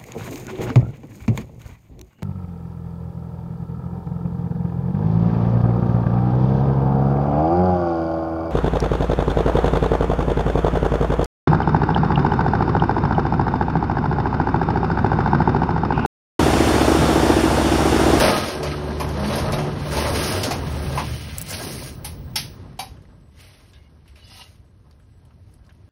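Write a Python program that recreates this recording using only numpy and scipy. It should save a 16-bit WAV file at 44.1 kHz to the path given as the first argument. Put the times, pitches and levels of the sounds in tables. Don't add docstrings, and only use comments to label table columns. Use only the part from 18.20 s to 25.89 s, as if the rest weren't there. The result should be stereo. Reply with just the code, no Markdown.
import sys
import numpy as np
from scipy import signal
from scipy.fft import rfft, irfft, next_fast_len
from scipy.io import wavfile
from scipy.ndimage import uniform_filter1d

SR = 44100
rng = np.random.default_rng(int(sys.argv[2]) if len(sys.argv) > 2 else 0)


def bounce(signal):
    frames = np.transpose(np.atleast_2d(signal))
    limited = np.clip(frames, -1, 1)
    pcm = np.round(limited * 32767).astype(np.int16)
    wavfile.write(sys.argv[1], SR, pcm)


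def gain_from_db(level_db):
    decades = np.asarray(level_db, float) / 20
    return 10 ** decades


N = 339127


def at_hz(points, hz):
    table_hz, values = np.array(points)[:, 0], np.array(points)[:, 1]
    return np.interp(np.log(hz), np.log(np.maximum(table_hz, 1)), values)


def in_time(rows):
    s, *columns = np.transpose(rows)
    return [np.interp(np.arange(N) / SR, s, c, left=-120, right=-120) for c in columns]


def rms_one(x):
    return x / np.sqrt(np.mean(x ** 2) + 1e-20)


def band(x, low_hz, high_hz):
    sections = signal.butter(2, [low_hz, high_hz], "band", fs=SR, output="sos")
    return rms_one(signal.sosfilt(sections, x))


def drift(rate):
    r = np.exp(-80 * np.pi * rate / SR)
    noise = rng.standard_normal(N // 40 + 2002)
    slow = signal.lfilter([1], [1, -2 * r, r * r], noise)[2000:]
    return np.interp(np.arange(N) / 40, np.arange(len(slow)), rms_one(slow))


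def resonate(x, peaks):
    out = 0
    for k, (hz, width, db) in enumerate(peaks):
        r = np.exp(-np.pi * width / SR)
        gain = gain_from_db(db) * (1 - r * r) / 2 * (-1) ** k
        poles = [1, -2 * r * np.cos(2 * np.pi * hz / SR), r * r]
        out = out + signal.lfilter([gain, 0, -gain], poles, x)
    return out


def grit(per_s, spread_db):
    size_db = spread_db * np.minimum(rng.exponential(1, (2, N)), 4)
    sizes = gain_from_db(size_db) * rng.standard_normal((2, N))
    struck = rng.random((2, N)) < per_s / SR
    return rms_one(sizes * struck + 1e-9)


def coloured(source, spectrum, patchy_db, flicker_hz):
    low_hz, high_hz = spectrum[0][0], spectrum[-1][0]
    size = 16 * next_fast_len(N // 16 + 1)
    step = 8 if high_hz < 2300 else 1
    hz = np.maximum(np.arange(size // step // 2 + 1) * SR / size, 1)
    inside = (hz > low_hz) & (hz < high_hz)
    whole = rfft(source, size)[:, :len(hz)] * gain_from_db(np.where(inside, at_hz(spectrum, hz), -99))
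    out, together = 0, drift(flicker_hz)
    for centre in np.arange(np.log2(low_hz), np.log2(high_hz) + .5, .5):
        slice_ = np.maximum(1 - 2 * abs(np.log2(hz) - centre), 0)
        flicker = np.pad(together + drift(flicker_hz), (0, size - N))[::step]
        out = out + irfft(whole * slice_, size // step) * gain_from_db(patchy_db * flicker)
    return rms_one(irfft(rfft(out), size)[:, :N])


def bursts(rows, rise_db_per_s, fall_db_per_s):
    start, length, db, change_db = np.transpose(rows)[:, :, None]
    t = np.arange(0, N + 64, 64) / SR
    since, length = t - start, np.maximum(length, .01)
    shape_db = change_db * np.clip(since / length, 0, 1)
    shape_db = shape_db + rise_db_per_s * np.minimum(since, 0)
    shape_db = shape_db - fall_db_per_s * np.maximum(since - length, 0)
    gain = np.sqrt((gain_from_db(db + shape_db) ** 2).sum(0))
    return np.interp(np.arange(N) / SR, t, gain)


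# [f/Hz, width/Hz, from t/s, to t/s]
WHINE_BANDS = [
    (15620, 260, 1.6, 4.35),
    (8000, 12, 3.8, 7.69),
    (8100, 700, 3.95, 4.16),
    (12000, 12, 7.3, 7.69),
]
WHINE_LEVELS = [-53, -80, -64, -92]


def whines():
    out, t = 0, np.arange(N) / SR
    for (hz, width, start, end), db in zip(WHINE_BANDS, WHINE_LEVELS):
        mode = [(hz, width, 0)]
        tone = resonate(resonate(rng.standard_normal((2, N)), mode), mode)
        fade = np.clip(np.minimum(t - start, end - t + .03) / .05, 0, 1)
        out = out + gain_from_db(db) * fade * rms_one(tone)
    return out


# [t/s, level/dB]
FRAME_SHAKING = [(0.0, -22), (0.08, -27.5), (0.3, -37.5), (0.8, -34), (1.28, -26), (1.5, -29.5),
                 (1.95, -30), (2.2, -29.5), (2.45, -30), (2.74, -32), (3.0, -35), (3.23, -36.5),
                 (4.07, -36), (4.7, -43.5), (5.2, -53), (6.6, -53.5), (7.3, -51.5), (7.69, -54)]
# [f/Hz, level/dB per Hz]
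DEEP_SPECTRUM = [(26, -35), (36, -17.5), (48, -12.5), (75, -7), (100, -8), (125, -22)]
# [f/Hz, level/dB per Hz]
UPPER_SPECTRUM = [(95, -25), (120, 4.5), (170, -1.5), (220, -8.5), (270, -9.5)]


def rumble():
    traffic_db = -51
    shake_db, = in_time(FRAME_SHAKING)
    deep_gain = np.hypot(gain_from_db(0.96 * shake_db - 4), gain_from_db(traffic_db))
    deep = deep_gain * coloured(rng.standard_normal((2, N)), DEEP_SPECTRUM, patchy_db=0.96, flicker_hz=17)
    upper = coloured(rng.standard_normal((2, N)), UPPER_SPECTRUM, patchy_db=0.63, flicker_hz=4.4)
    return deep + gain_from_db(1.118 * shake_db + 2) * upper


# [start t/s, length t/s, first, second and higher orders level/dB]
DRIVE_SURGES = [(0.0, 0.054, -37.5, -30, -28.5), (0.33, 0.1, -45.5, -45, -33.5),
                (0.43, 0.22, -29, -28, -29.5), (0.7, 0.13, -29, -40, -30.5), (0.865, 0.28, -27.5, -27, -33),
                (1.2, 0.065, -39, -34, -35), (1.314, 0.2, -40.5, -23.5, -28), (1.56, .12, -41, -31, -42),
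                (1.72, 0.24, -27.5, -36, -33), (1.95, 0.23, -43, -36.5, -30.5),
                (2.46, 0.2, -26.5, -36, -38), (2.72, 0.25, -28.5, -36, -43.5),
                (3.02, 0.11, -32.5, -48, -57)]
# [multiple of the turning rate, level/dB]
HIGHER_ORDERS = [(3, -8.5), (4, -10), (5, -2.5), (6, -10.5)]


def drive():
    turning_hz = 73.98
    turns = np.cumsum(turning_hz * (1 + 0.004 * drift(1.4))) / SR
    first, second, upper = (
        bursts([(row[0], row[1], row[k], 0) for row in DRIVE_SURGES], rise_db_per_s=168.5, fall_db_per_s=166)
        for k in (2, 3, 4))
    higher = 0
    for order, db in HIGHER_ORDERS:
        tone = np.sin(2 * np.pi * (order * turns + rng.random()))
        higher = higher + gain_from_db(db + 2.0 * drift(2.5)) * tone
    hum = first * np.sin(2 * np.pi * turns) + second * np.sin(4 * np.pi * turns + 1) + upper * higher
    return hum * [[1], [0]]


# [t/s, peak level/dB, ring f/Hz, ring t60
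# t/s, crack over ring level/dB]
SMALL_CLICKS = [(0.891, -31.5, 5500, .025, -9), (0.9752, -38, 5000, 0.033, 2.5),
                (0.994, -27, 700, .02, -20), (1.134, -35, 6000, .02, 1), (1.1575, -28, 5000, .03, 8.5),
                (1.3225, -25.5, 5000, .03, 2), (1.3862, -22, 1200, .015, -13),
                (4.505, -64, 4500, 0.026, -12), (4.531, -60, 5200, 0.027, -12),
                (4.591, -30, 3930, 0.025, -5), (4.7707, -51, 1360, 0.077, -16),
                (4.822, -59.5, 3300, 0.036, 3.5), (4.854, -60, 1880, 0.065, -23),
                (5.177, -54, 1775, 0.05, -13), (5.5345, -50, 3300, 0.14, -28),
                (5.8574, -56, 900, 0.071, -12), (5.879, -54.5, 2580, 0.12, 3),
                (5.958, -50, 2490, 0.22, -6), (6.116, -44, 700, 0.05, -23), (6.711, -55, 4700, 0.037, 0),
                (6.7105, -54, 1800, 0.033, -20), (6.728, -60, 3800, .03, -12.5),
                (6.7987, -60, 1480, 0.08, -2), (7.0524, -64.5, 3000, 0.0484, 11),
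                (7.108, -56.5, 1310, 0.094, -26.5), (7.34, -61, 5000, 0.051, 14),
                (7.38, -64, 4740, 0.047, -20), (7.449, -60, 4460, 0.05, -10),
                (7.466, -57.5, 4800, 0.044, -3), (7.442, -62, 1400, .08, -20.5),
                (7.4935, -51, 1700, 0.052, -22), (7.4965, -53, 3120, 0.033, -25),
                (7.507, -52, 1400, 0.064, -19), (7.525, -65, 5500, 0.045, 8), (7.55, -68, 5500, .03, 10)]


def ticks():
    out, t = np.zeros((2, N)), np.arange(SR // 8) / SR
    for s, peak_db, ring_hz, t60, crack_db in SMALL_CLICKS:
        noise = rng.standard_normal((2, len(t)))
        fall_db = -60 * t / np.clip(t60, .01, .2)
        ring = resonate(noise, [(ring_hz, 0.22 * ring_hz, 0), (2.25 * ring_hz, 500, -9)])
        hit = rms_one(ring) + gain_from_db(crack_db - 6.5) * band(noise, 8700, 11400)
        hit = hit + 0.22 * gain_from_db(2.2 * fall_db) * band(noise, 1170, 6500)
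        onset = (1 - np.exp(-t / 0.00038)) * (1 + 0.75 * np.exp(-t / 0.0013))
        start = round(s * SR) - 40
        out[:, start:start + len(t)] += gain_from_db(peak_db - 1.5 + fall_db) * onset * hit
    return out


# [t/s, level/dB]
SQUEAK_LEVEL = [(5.98, -70), (6.03, -62), (6.1, -48), (6.13, -45.5), (6.2, -44.5), (6.22, -39),
                (6.232, -47.5), (6.27, -55), (6.33, -86)]
# [f/Hz, width/Hz, level/dB]
SQUEAK_MODES = [(780, 44, -9.5), (980, 110, -13), (1270, 32, -17), (1986, 38, -12), (2830, 31, 0),
                (2950, 41, -1.5), (3470, 23, -3.5), (3860, 39, -7), (4120, 73, -10), (4320, 34, -8),
                (5000, 18, -9), (5330, 44, -17), (5460, 34, -19), (5890, 25, -22)]


def squeak():
    out = np.zeros((2, N))
    span = slice(round(SQUEAK_LEVEL[0][0] * SR), round(SQUEAK_LEVEL[-1][0] * SR))
    rub = grit(per_s=9000, spread_db=3.0)[:, span]
    rasp = grit(per_s=9400, spread_db=-2.0)[:, span]
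    modes = sum(gain_from_db(1.9 * drift(17)[span]) * resonate(rub, [peak]) for peak in SQUEAK_MODES)
    mix = rms_one(rms_one(modes) + gain_from_db(-5.0) * band(rasp, 1740, 6300))
    out[:, span] = gain_from_db(in_time(SQUEAK_LEVEL)[0][span]) * mix
    return out


# [t/s, peak level/dB]
CATCH_SNAPS = [
    (3.1838, -7),
    (3.1885, -24),
    (3.1925, -25),
    (3.196, -26),
    (3.2156, -9),
    (3.2205, -21),
    (3.2243, -19),
    (3.2262, -22),
]
# [f/Hz, level/dB, t60 t/s]
CATCH_MODES = [(7760, 11.5, 0.0042), (10350, -6.5, 0.006), (11700, -6.5, 0.0051), (15350, 0.5, 0.0055)]


def snaps():
    out, t = np.zeros((2, N)), np.arange(SR // 100) / SR
    ring = sum(gain_from_db(db - 60 * t / t60) * np.sin(2 * np.pi * hz * t) for hz, db, t60 in CATCH_MODES)
    ring = ring * (1 - np.exp(-t / 0.00028))
    for s, peak_db in CATCH_SNAPS:
        start = round(s * SR) - 20
        out[0, start:start + len(t)] += gain_from_db(peak_db + 1) * ring
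    return out


# [start t/s, length t/s, f/Hz, glide f/Hz, level/dB]
BUCKLING_HUMS = [
    (0.05, 0.14, 203, 5, -27.5),
    (0.1, 0.091, 130.5, 13.5, -37),
    (0.95, 0.18, 208, 31, -26),
    (1.196, 0.08, 86, 2, -27),
    (1.882, 0.093, 95, -9, -25),
    (2.141, 0.09, 96.5, 14.5, -26),
    (2.401, 0.31, 118.8, -0.5, -37),
    (2.7, 0.052, 135.8, 3, -26.5),
    (2.85, 0.1, 119.8, 7.5, -31.5),
]


def buckles():
    out = np.zeros((2, N))
    for s, length, hz, glide_hz, db in BUCKLING_HUMS:
        part = np.linspace(0, 1, round((length + 0.11) * SR))
        start = max(round((s - .04) * SR), 0)
        cycles = np.cumsum(hz + glide_hz * (part - .5)) / SR
        out[0, start:start + len(part)] += gain_from_db(db + 2) * np.sin(np.pi * part) * np.sin(2 * np.pi * cycles)
    return out


# [start t/s,
# length t/s, f/Hz, width/Hz, level/dB]
SINGING_MODES = [(0.0, 0.24, 1248, 32, -33), (0.458, 0.096, 1275, 30, -40.5), (0.97, .1, 4130, 110, -49),
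                 (1.04, .05, 4600, 200, -42), (0.281, 0.32, 1600, 90, -47), (1.722, .14, 560, 20, -36),
                 (1.921, 0.075, 441.6, 12, -33), (1.948, 0.29, 5010, 100, -40),
                 (2.127, 0.094, 634, 19, -33), (2.896, .08, 3050, 140, -48), (3.3, 0.032, 2090, 50, -42.5),
                 (3.314, 0.099, 4500, 85, -44.5), (3.385, 0.072, 1625, 29, -46.5),
                 (3.429, .17, 370, 54, -41.5), (5.2, .1, 2900, 120, -63), (5.538, 0.038, 1640, 120, -58),
                 (5.54, 0.028, 3700, 300, -57), (5.54, .15, 2150, 80, -69), (5.55, .14, 2870, 60, -69.5),
                 (5.985, .1, 3940, 60, -62), (6.019, 0.092, 2930, 60, -58), (5.999, .2, 4450, 60, -63),
                 (6.08, .07, 5500, 150, -61), (6.04, .2, 5010, 60, -60), (6.195, 0.018, 960, 130, -49.5),
                 (6.19, .07, 1270, 30, -56)]


def sings():
    out, t = np.zeros((2, N)), np.arange(SR // 2) / SR
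    for s, length, hz, width, db in SINGING_MODES:
        noise, mode = rng.standard_normal((2, SR // 2)), [(hz, width, 0)]
        tone = rms_one(resonate(resonate(noise, mode), mode)[:, ::-1])
        swell = np.minimum(t / 0.017 + (s < .01), 1)
        start = round(max(s - .01, 0) * SR)
        out[:, start:start + len(t)] += gain_from_db(db - 630 * np.maximum(t - length, 0)) * swell * tone
    return out


# [start t/s, modes [f/Hz,
# peak level/dB, t60 t/s]]
STEEL_RINGS = [
    (0.802, [(880, -29, .1), (1000, -19, .1), (2410, -29, .12), (4900, -33, .05)]),
    (1.131, [(3900, -23, .06)]),
    (1.259, [(4240, -31, .06)]),
    (1.337, [(3790, -26, .07)]),
    (3.845, [(843, -36.5, 0.17), (1276, -50, .2), (2126, -42.5, .17), (3020, -43, 0.3), (4102, -48.5, .2), (4920, -40, .12), (5168, -44, .16), (6121, -34, 0.11)]),
    (4.1565, [(858, -28.5, 0.11), (1295, -37.5, .15), (2056, -36, 0.23), (3130, -26.5, .2), (3370, -29, .2), (3860, -35, .2), (4440, -30.5, 0.22), (4520, -26.5, .22), (5020, -29, 0.18), (5260, -22.5, 0.11), (5195, -25.5, .12), (5330, -16.5, 0.099), (5530, -19, .14), (5890, -30.5, 0.17)]),
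    (4.5915, [(758, -30, 0.26), (781, -25, 0.19), (833, -26, 0.15), (1030, -36.5, 0.19), (2323, -31, 0.13), (2961, -40.5, .19), (2880, -39, 0.15), (3130, -38, .16), (3858, -31.5, 0.2), (4345, -39, 0.24), (4550, -36, .17), (4800, -38, .25), (5600, -45, 0.2), (6350, -32, 0.14)]),
]


def rings():
    out, t = np.zeros((2, N)), np.arange(SR // 3) / SR
    for s, modes in STEEL_RINGS:
        hz, db, t60 = np.transpose(modes)[:, :, None, None]
        phase = [[.08], [1]] * rng.random((len(modes), 2, 1))
        tone = gain_from_db(db - 60 * t / np.clip(t60, .03, .5)) * np.sin(2 * np.pi * (hz * t + phase))
        start = round(s * SR)
        out[:, start:start + len(t)] += tone.sum(0) * (1 - np.exp(-t / 0.0014)) * [[1], [.5]]
    return out


# [t/s, clang peak level/dB, thunk f/Hz, sizzle over clang level/dB, edge tilt/dB per octave]
RAIL_KNOCKS = [(0.0344, -16, 652, -19, 11), (0.279, -21.5, 646, -14, 12), (0.4289, -22, 593, -13, -4),
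               (0.7986, -23, 890, -2.5, -3), (0.8036, -28, 851, -15, -10.5), (0.8904, -31, 650, -10, -4),
               (0.9941, -32, 667, -3, 8), (1.0949, -26.5, 619, -14, -8), (1.1338, -25, 635, -10, 5),
               (1.1578, -25.5, 596, 3.5, -4), (1.181, -21, 622, -11, -3), (1.3279, -20, 639, -8, -4.5),
               (1.3857, -24.5, 645, -22, -7.5), (1.455, -45, 850, -24, 0), (1.7677, -17.5, 935, -32, -2.5),
               (1.8674, -25, 616, -27, -2), (2.0379, -18, 570, -26.5, 33), (2.232, -13, 826, -12.5, 14),
               (2.3077, -16, 760, -10, -2), (2.7739, -21.5, 910, -18, -8.5), (2.786, -26, 1032, -18, -6.5),
               (3.8451, -22.5, 860, 4.5, 6.5), (4.157, -10.5, 869, -2, 11.5), (4.5925, -22.5, 899, 0, 1)]
# [f/Hz, level/dB]
CLANG_MODES = [(1650, -20), (2100, 0), (2320, -2), (2570, -1), (2850, -5.5), (3165, -0.5), (3660, -6.5),
               (3855, -1), (4345, 2), (4550, 3.5), (4860, 2), (5185, 1.5), (5450, -2.5), (5900, -18),
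               (6315, -9.5)]


def knocks():
    knock_t60_s = 0.21
    out, t = np.zeros((2, N)), np.arange(SR // 3) / SR
    fall_db = -60 * t / knock_t60_s
    rise = 1 - np.exp(-t / .0022)
    hz, db = np.transpose(CLANG_MODES)
    for s, peak_db, thunk_hz, sizzle_db, tilt_db in RAIL_KNOCKS:
        noise = rng.standard_normal((2, len(t)))
        pitch = hz[:, None] * (1 + 0.012 * rng.standard_normal((len(hz), 1)))
        mode_db = (db + tilt_db * np.log2(hz / 3500))[:, None, None]
        strength = gain_from_db(mode_db + 3.5 * rng.standard_normal((len(hz), 2, 1)))
        phase = rng.random((len(hz), 2, 1))
        modes = (strength * np.sin(2 * np.pi * (pitch[:, None] * t + phase))).sum(0)

        crash = gain_from_db(-tilt_db - 7.0) * band(noise, 1600, 3300) + band(noise, 2300, 7800)
        crash = crash + gain_from_db(tilt_db / 2 - 28) * band(noise, 4600, 5300)
        clang = 0.81 * rms_one(modes) * gain_from_db(-70 * t) + 1.54 * rms_one(crash)

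        low = sum(np.sin(2 * np.pi * (thunk_hz * ratio * t + rng.random((2, 1)))) for ratio in (.94, 1.001, 1.11))
        thunk = 0.54 * low + gain_from_db(-2) * band(noise, 550, 1150) + gain_from_db(-21) * band(noise, 2250, 2750)
        thunk_db = 4.5 - 1.2 * tilt_db

        hit = clang * (gain_from_db(fall_db) + gain_from_db(0.5 * fall_db - 11) + 0.21 * gain_from_db(6.0 * fall_db))
        hit += gain_from_db(thunk_db + 0.92 * fall_db) * thunk
        hit += gain_from_db(sizzle_db + 4.0 + 1.05 * fall_db) * band(noise, 7700, 11800)
        start = round(s * SR) - 40
        out[:, start:start + len(t)] += gain_from_db(peak_db - 12.5) * rise * hit
    return out


# [t/s, level/dB]
RAIL_WEIGHT = [(0.0, -13.5), (.21, -27), (.42, -33), (.87, -34), (1.23, -27), (1.64, -36), (1.76, -26.5),
               (2.3, -30.5), (2.39, -34.5), (2.82, -34), (2.92, -52), (3.35, -58), (3.41, -36.5),
               (3.7, -50), (4.4, -52.5), (5.1, -64), (6.4, -67), (7.69, -65)]
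# [start t/s, length t/s, scrape level/dB, change over stroke/dB, sizzle over scrape level/dB]
SLIDING_STROKES = [(0.0, 0.34, -22.5, -15.5, -9.5), (0.467, 0.057, -37.5, 1, -19),
                   (1.049, 0.13, -37.5, 1.5, -12), (1.6, 0.075, -45.5, 5, -11),
                   (1.731, 0.17, -34.5, -1, -6), (1.958, 0.23, -31, -2.5, -4), (2.367, 0.44, -50.5, 11, -7),
                   (2.858, 0.45, -40, -5.5, -9), (3.308, 0.38, -37, -8.5, -1),
                   (5.202, 0.31, -53, -11.5, -7.5), (5.552, 0.24, -62, -21, -14),
                   (5.887, 0.038, -62.5, -4, -17), (5.983, 0.055, -57, -5, -14),
                   (6.08, 0.126, -64.5, 10, 0.5), (6.273, 0.078, -62, -3.5, -7),
                   (7.277, .08, -75.5, -0.5, -5)]
# [f/Hz, width/Hz, level/dB]
SHEET_MODES = [(203, 140, 0), (373.6, 2.6, 10.5), (439, 6.7, -4), (585, 120, 8), (636.2, 8.3, 3.5),
               (851, 12, 4), (1053, 26, -4), (1255, 23, 9), (1619, 29, 3.5), (2015, 31, 10), (2963, 15, 2),
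               (4114, 34, 11), (4540, 25, -2.5), (5040, 36, 1.5), (5330, 27, 1.5)]
# [f/Hz, level/dB per Hz]
DRUM_SPECTRUM = [(190, -1.5), (240, 1), (330, 1.5), (430, -1.5), (560, -20.5)]
BOOM_SPECTRUM = [(380, -16.5), (480, -4.5), (640, 4), (900, -1), (1250, -6), (1500, -11.5), (2000, -17.5)]
SCRAPE_SPECTRUM = [(1100, -10.5), (1600, -2), (2200, 4.5), (3000, 4), (4500, 0), (6000, -3), (7500, -17.5),
                   (9000, -6.5)]
SIZZLE_SPECTRUM = [(3800, -5.5), (5000, -2.5), (6300, -3), (7400, -1), (9000, -3.5), (10500, -6),
                   (12000, -7), (13500, -12), (14700, -5.5), (15600, -10), (16200, -20)]


def sheet():
    rise_db_per_s, fall_db_per_s = 303.5, 186
    drum_knee_db, air_db = -49.5, -84
    weight_db, = in_time(RAIL_WEIGHT)
    shake_db, = in_time(FRAME_SHAKING)
    slide = bursts([row[:4] for row in SLIDING_STROKES], rise_db_per_s, fall_db_per_s)
    bright_rows = [(s, length, db + over_db, change_db) for s, length, db, change_db, over_db in SLIDING_STROKES]
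    bright = bursts(bright_rows, rise_db_per_s, fall_db_per_s)
    contact = grit(per_s=9000, spread_db=-3.5)
    body = contact + gain_from_db(-0.5) * resonate(contact, SHEET_MODES)
    fine_contact = grit(per_s=7300, spread_db=0.5)

    drum_db = np.minimum(weight_db, drum_knee_db + 0.65 * (weight_db - drum_knee_db))
    drum_db = drum_db + 0.082 * shake_db + 7.5
    drum_gain = np.hypot(gain_from_db(drum_db), gain_from_db(-10.5) * slide)
    boom_gain = np.hypot(gain_from_db(weight_db), gain_from_db(-4.5) * slide)
    scrape_gain = np.hypot(gain_from_db(0.92 * weight_db - 13), slide) * gain_from_db(1.5)
    sizzle_gain = np.hypot(gain_from_db(1.15 * weight_db - 21.5) + gain_from_db(air_db), bright) * gain_from_db(8.0)

    drum = drum_gain * coloured(body, DRUM_SPECTRUM, patchy_db=0.83, flicker_hz=8.4)
    boom = boom_gain * coloured(body, BOOM_SPECTRUM, patchy_db=1.54, flicker_hz=17)
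    scrape = scrape_gain * coloured(body, SCRAPE_SPECTRUM, patchy_db=1.0, flicker_hz=24)
    sizzle = sizzle_gain * coloured(fine_contact, SIZZLE_SPECTRUM, patchy_db=1.1, flicker_hz=22)
    return drum + boom + scrape + sizzle


# [f/Hz, phase/rad]
LEFT_LEAD = [(0, 0), (2000, .3), (3000, 1.2), (5200, .9), (7380, 3.14), (10600, 6.28), (13600, 9.42),
             (16600, 12.5)]
# [f/Hz, share]
PORT_COHERENCE = [(50, .98), (150, .97), (300, .85), (600, .62), (1200, .6), (2500, .5), (4500, .4),
                  (6000, .62), (16000, .62)]
# [f/Hz, level/dB]
LEFT_OVER_RIGHT = [(60, -0.5), (250, 1.1), (500, -.5), (2000, -0.6), (16000, 0.5)]


def scene():
    size = next_fast_len(N + SR // 10)
    background = whines() + rumble() + drive() + ticks() + squeak() + snaps()
    panel = buckles() + sings() + rings() + knocks() + sheet()
    shared, apart = rfft(background + panel, size)
    hz = np.maximum(np.arange(len(shared)) * SR / size, 1)
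    alike = np.clip(at_hz(PORT_COHERENCE, hz), 0, 1)
    lead = np.interp(hz, *np.transpose(LEFT_LEAD))
    port = gain_from_db(at_hz(LEFT_OVER_RIGHT, hz) / 2) * np.exp(.5j * lead)
    shared, apart = shared * np.sqrt((1 + alike) / 2), apart * np.sqrt((1 - alike) / 2)
    return irfft([(shared + apart) * port, (shared - apart) / port], size)[:, :N]


def starve(x):
    weaker_from_hz, weaker_db = 6300, -3.4
    top_hz, top_weaker_db = 12380, -1.7
    quiet_from_hz, quiet_db, cut_hz = 13700, -6.5, 15900
    faint_share, attack_db = .042, 6.6
    count = N // 1024 + 2
    pair = np.pad([x[0] + x[1], x[0] - x[1]], ((0, 0), (1031, (count + 1) * 1024 - N - 1031))) / 2

    n, k = np.arange(2048)[:, None] + 512.5, np.arange(1024) + .5
    window = signal.windows.kaiser_bessel_derived(2048, 4 * np.pi)[:, None]
    basis = np.cos(np.pi / 1024 * n * k) * window / np.sqrt(512)
    halves = pair.reshape(2, -1, 1024)
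    frames = (np.concatenate([halves[:, :-1], halves[:, 1:]], 2) @ basis).transpose(0, 2, 1)
    hz = (k * SR / 2048).reshape(32, 32, 1)
    power = frames.reshape(2, 32, 32, -1) ** 2
    band_power = power.mean(2, keepdims=True)
    level_db = 10 * np.log10(band_power + 1e-20)
    treble_db = 10 * np.log10(power[:, 8:19].mean((0, 1, 2)) + 1e-20)

    blocks = (band(pair, 7000, 15000) ** 2).reshape(2, -1, 128).mean((0, 2)) + 1e-9
    jump = blocks > gain_from_db(2 * attack_db) * uniform_filter1d(np.roll(blocks, 6), 8)
    steady = ~jump[4:-4].reshape(-1, 8).any(1)

    lean_db = 10 * np.log10(uniform_filter1d(band_power, 2) + 1e-20)
    limit_db = np.where(hz > top_hz, top_weaker_db, weaker_db)
    weak = (lean_db - lean_db[::-1] < limit_db) & (hz > weaker_from_hz)
    strip = (hz > 15300) & (hz < 15850) & (level_db > -49)
    quiet = (level_db - treble_db < quiet_db) & (hz > quiet_from_hz) & ~strip | (hz > cut_hz)
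    faint = power < faint_share * gain_from_db(2 * level_db) * np.clip(hz / 2500, 0, 1)
    dropped = (weak & ~strip | quiet | faint) & steady
    frames = frames * ~dropped.reshape(2, 1024, -1)

    back = frames.transpose(0, 2, 1) @ basis.T
    overlapped = back[:, 1:, :1024] + back[:, :-1, 1024:]
    total, gap = overlapped.reshape(2, -1)[:, 7:N + 7]
    return np.array([total + gap, total - gap])


def low_pass(x):
    return signal.sosfilt(signal.butter(12, 16800, fs=SR, output="sos"), x)


def record(dry):
    rounded = .95 * np.tanh(dry / .95)
    dull = signal.sosfilt(signal.cheby2(10, 60, 16900, fs=SR, output="sos"), rounded)
    return low_pass(starve(dull))


dry = scene()
out = record(dry)
bounce(out)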